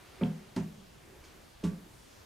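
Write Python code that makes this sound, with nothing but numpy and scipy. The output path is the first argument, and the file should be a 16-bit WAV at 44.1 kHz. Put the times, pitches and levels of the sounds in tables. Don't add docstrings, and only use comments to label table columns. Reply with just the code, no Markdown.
import sys
import numpy as np
from scipy import signal
from scipy.fft import rfft, irfft, next_fast_len
from scipy.io import wavfile

SR = 44100
rng = np.random.default_rng(int(sys.argv[2]) if len(sys.argv) > 2 else 0)


def wrap_up_sound(samples):
    columns = np.atleast_2d(samples).T
    tamed = np.clip(columns, -1, 1)
    steps = np.round(tamed * 32767).astype(np.int16)
    wavfile.write(sys.argv[1], SR, steps)


def nominal_scale(level):
    x = np.asarray(level, float) / 20
    return 10 ** x


N = 99225


def in_time(rows):
    s, db = np.transpose(rows)
    return nominal_scale(np.interp(np.arange(N) / SR, s, db))


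def at_hz(points, hz):
    table_hz, value = np.transpose(points)
    return np.interp(np.log(hz), np.log(table_hz), value)


def rms_one(x):
    return x / np.sqrt(np.mean(x ** 2) + 1e-20)


def band(x, low_hz, high_hz):
    edges = [low_hz, min(high_hz, .45 * SR)]
    return signal.sosfilt(signal.butter(2, edges, "band", fs=SR, output="sos"), x)


def high_pass(x, order, hz):
    return signal.sosfilt(signal.butter(order, hz, "high", fs=SR, output="sos"), x)


def ring(x, hz, t60):
    r = nominal_scale(-60 / (t60 * SR))
    w = 2 * np.pi * hz / SR
    return signal.lfilter([0, np.sin(w)], [1, -2 * r * np.cos(w), r * r], x + 1e-18)


def click(s):
    x = np.zeros(N)
    x[int(s * SR)] = 1
    return x


# frequency in Hz, density in dB per Hz.
AIR_SPECTRUM = [(20, -4.5), (60, -1), (140, -5), (240, -11.5), (450, -13), (1200, -17.5), (4620, -22),
                (15500, -31.5)]
# frequency in Hz, side minus mid in dB.
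AIR_WIDTH = [(60, -14.5), (110, -15), (200, -2.5), (380, 2.5), (700, 1.5), (1290, -0.5), (2380, -5.5),
             (4400, -5.5), (8120, -8), (15000, -6.5)]


def air():
    level_db, waver_db = -56, 1.47
    settle = 8000
    out = 0
    edges = 20 * 2 ** np.arange(0, 10, .5)
    white = rng.standard_normal((2, 2, N + settle))
    for k, (low, high) in enumerate(zip(edges, edges[1:])):
        mid, side = band(white[k % 2], low, high)[:, settle:]
        hz = np.sqrt(low * high)
        waver = np.interp(np.arange(N), np.linspace(0, N, 24), rng.standard_normal(24))
        gain = nominal_scale(at_hz(AIR_SPECTRUM, hz) + waver_db * waver)
        out = out + gain * (mid + nominal_scale(at_hz(AIR_WIDTH, hz)) * side * [[1], [-1]])
    return nominal_scale(level_db) * rms_one(out)


# time in seconds, level in dB.
SHIRT_RUSTLE = [(0, -63.5), (.04, -62.5), (.19, -61.5), (.3, -66), (.5, -68.5), (1.0, -74), (1.3, -66),
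                (1.5, -72), (2.25, -77)]


def shirt():
    return in_time(SHIRT_RUSTLE) * rms_one(band(rng.standard_normal(N), 497, 3240))


# time in seconds, level in dB.
SLEEVE_DRAG = [(0, -70), (.2, -60), (.3, -63), (.98, -73), (1.04, -67.5), (1.1, -58), (1.17, -61),
               (1.24, -60), (1.31, -64), (1.38, -61.5), (1.46, -73), (1.55, -92), (1.8, -79), (1.87, -61),
               (1.95, -82.5), (2.25, -74.5)]


def sleeve():
    hum_hz, hum_width_hz, scuff_db = 372, 40, -1
    hum_t60 = np.log(1000) / np.pi / hum_width_hz
    hum = rms_one(ring(rng.standard_normal(N), hum_hz, hum_t60))
    scuff = rms_one(band(rng.standard_normal(N), 166, 810))
    return in_time(SLEEVE_DRAG) * rms_one(hum + nominal_scale(scuff_db) * scuff)


# start in
# seconds, level in dB, T60 in seconds, low edge in Hz, high edge in Hz.
CRUSH_AND_TAILS = [(0.21, -45, 0.28, 430, 1600), (.225, -43.5, 0.28, 270, 620), (.575, -50, 0.27, 360, 800),
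                   (1.63, -43.5, 0.39, 250, 540), (0.24, -59, 0.28, 1600, 5900), (.5622, -41, 0.034, 610, 5700),
                   (0.56, -53, 0.28, 3500, 6800), (.5625, -46, 0.27, 600, 3300), (1.637, -45, 0.077, 630, 5500),
                   (1.642, -54.5, 0.38, 1900, 8500), (1.647, -49.5, 0.33, 600, 2500),
                   (1.239, -58.5, 0.44, 2000, 6700), (1.94, -67, 0.087, 1100, 7000)]
# start in seconds, level in dB, T60 in seconds, low edge in Hz, high edge in Hz.
ROOM_BOOM = [
    (.3, -50, .75, 150, 250),
    (.68, -52, .9, 140, 210),
    (1.72, -53, .9, 150, 330),
]


def beans():
    grains_per_s, grain_share, rise_s = 6000, .3, .001
    t, out = np.arange(N) / SR, np.zeros(N)
    struck = rng.random(N) < grains_per_s / SR
    grains = struck * rng.standard_normal(N) * rng.exponential(1, N)
    rub = grain_share * rms_one(grains) + (1 - grain_share) * rng.standard_normal(N)
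    for s, db, t60, low_hz, high_hz in [*CRUSH_AND_TAILS, *ROOM_BOOM]:
        age = np.maximum(t - s, 0)
        envelope = (1 - np.exp(-age / rise_s)) * nominal_scale(db - 60 * age / t60)
        out += rms_one(band(rub, low_hz, high_hz)) * envelope
    return out


# start in seconds, push in dB, contact cut-off in Hz, delay
# # of the reflection in seconds, reflection against first arrival in dB.
LANDINGS = [
    (.2118, -40.5, 1000, 0.011, 5),
    (.5633, -37.5, 2000, .0108, -0.3),
    (1.6374, -38.5, 2000, .0103, 0.5),
]
# frequency in Hz, T60 in seconds,
# signed swing (gain) at the first, second and third landing spot.
TABLE_MODES = [(76.4, 0.163, .4, -0.4, -1), (117.5, 0.23, -1.1, 0.92, 0), (158, 0.39, -2.3, -0.9, -0.2),
               (163, 0.36, 1.45, 1.7, 2), (176, 0.32, 1.85, -1, -3.5), (197.8, 0.3, 2.5, -1.5, -1.5),
               (214.6, 0.53, -1.25, 0.84, 0.45), (235.4, 0.33, -4, -3, -1.2), (259.3, .2, 1.36, 1.3, 1.4),
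               (307.6, 0.055, -1, 2.5, 2.5), (380, 0.15, 0.62, -1, -0.37), (420.8, 0.23, 1.4, .6, -1.05),
               (505.6, 0.35, 1.15, -0.13, -0.14), (548.6, 0.11, 1.1, 0.27, 0.45)]
# frequency in Hz, T60 in seconds,
# level in dB at the first, second and third landing spot.
UPPER_MODES = [(635, 0.19, -18, -15, -8.5), (719, 0.15, -6.5, -12.5, -21), (833, 0.067, -7, -9.5, -9.5),
               (892, 0.085, -2, -1.5, -15), (1012, 0.07, -3, -7, -8), (1151, 0.19, -14, -10, -11.5),
               (1382, 0.054, -11, -13.5, -14), (1900, 0.034, -25, -2.5, -9)]


def table_top():
    leg_hz, leg_swell_s = 130, 0.013
    upper_lag_s = 0.003015
    slow = np.exp(-1 / (leg_swell_s * SR))
    out = np.zeros(N)
    for spot, (s, db, cut_hz, after_s, after_db) in enumerate(LANDINGS):
        strikes = click(s) + nominal_scale(after_db) * click(s + after_s)
        r = np.exp(-2 * np.pi * cut_hz / SR)
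        push = signal.lfilter([(1 - r) ** 2], [1, -2 * r, r * r], strikes + 1e-18)
        for hz, t60, *swing in TABLE_MODES:
            drive = push
            if hz <= leg_hz:
                drive = 2 * (1 - slow) * ring(push, hz, leg_swell_s * np.log(1000))
            out += nominal_scale(db) * swing[spot] * ring(drive, hz, t60)
        late = np.roll(push, int(upper_lag_s * SR))
        for m, (hz, t60, *mode_db) in enumerate(UPPER_MODES):
            out += nominal_scale(db) * (-1) ** m * nominal_scale(mode_db[spot]) * ring(late, hz, t60)
    return out


# start in seconds, peak in dB, frequency in Hz, T60 in seconds.
HARD_TICKS = [
    (0.2158, -36.5, 2330, .012),
    (0.2351, -28, 3170, 0.0043),
    (0.2364, -32.5, 2500, 0.0064),
    (0.2364, -45.5, 3850, .006),
    (.265, -62, 2980, 0.0092),
    (1.2395, -50.5, 2280, .03),
    (1.638, -49.5, 3290, 0.043),
    (1.639, -52.5, 2807, 0.093),
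]


def ticks():
    out = np.zeros(N)
    for s, db, hz, t60 in HARD_TICKS:
        soft = ring(ring(click(s), hz, t60), hz, 0.0022)
        out += nominal_scale(db) * soft * hz / SR * 2
    return out


def room(x):
    t60_s, wall_cut_hz, room_db, side_db = 0.34, 3800, -14, 0.5
    size = next_fast_len(N + SR)
    w = np.linspace(0, np.pi, size // 2 + 1)
    spectrum, out = rfft(x, size), []
    dull = 1 / (1 + 1j * w * SR / (2 * np.pi * wall_cut_hz))
    for lags in rng.uniform(.009, .045, (2, 8)) * SR:
        echoes = 0
        for k, lag in enumerate(lags):
            trip = nominal_scale(-60 * lag / SR / t60_s) * dull * np.exp(-1j * w * lag)
            echoes = echoes + (-1) ** k * trip / (1 - trip)
        out.append(irfft(spectrum * echoes, size)[:N])
    mid = high_pass(out[0], 2, 321)
    side = nominal_scale(side_db) * high_pass(out[1], 1, 1200)
    return nominal_scale(room_db) * (mid + side * [[1], [-1]])


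def scene():
    pan_db = np.array([[-.6], [.6]])
    close = shirt() + sleeve() + beans() + table_top() + ticks()
    return (close + room(close)) * nominal_scale(pan_db) + air()


def low_pass(x):
    return signal.sosfilt(signal.butter(12, 15720, fs=SR, output="sos"), x)


def record(dry):
    return low_pass(dry)


dry = scene()
out = record(dry)
wrap_up_sound(out)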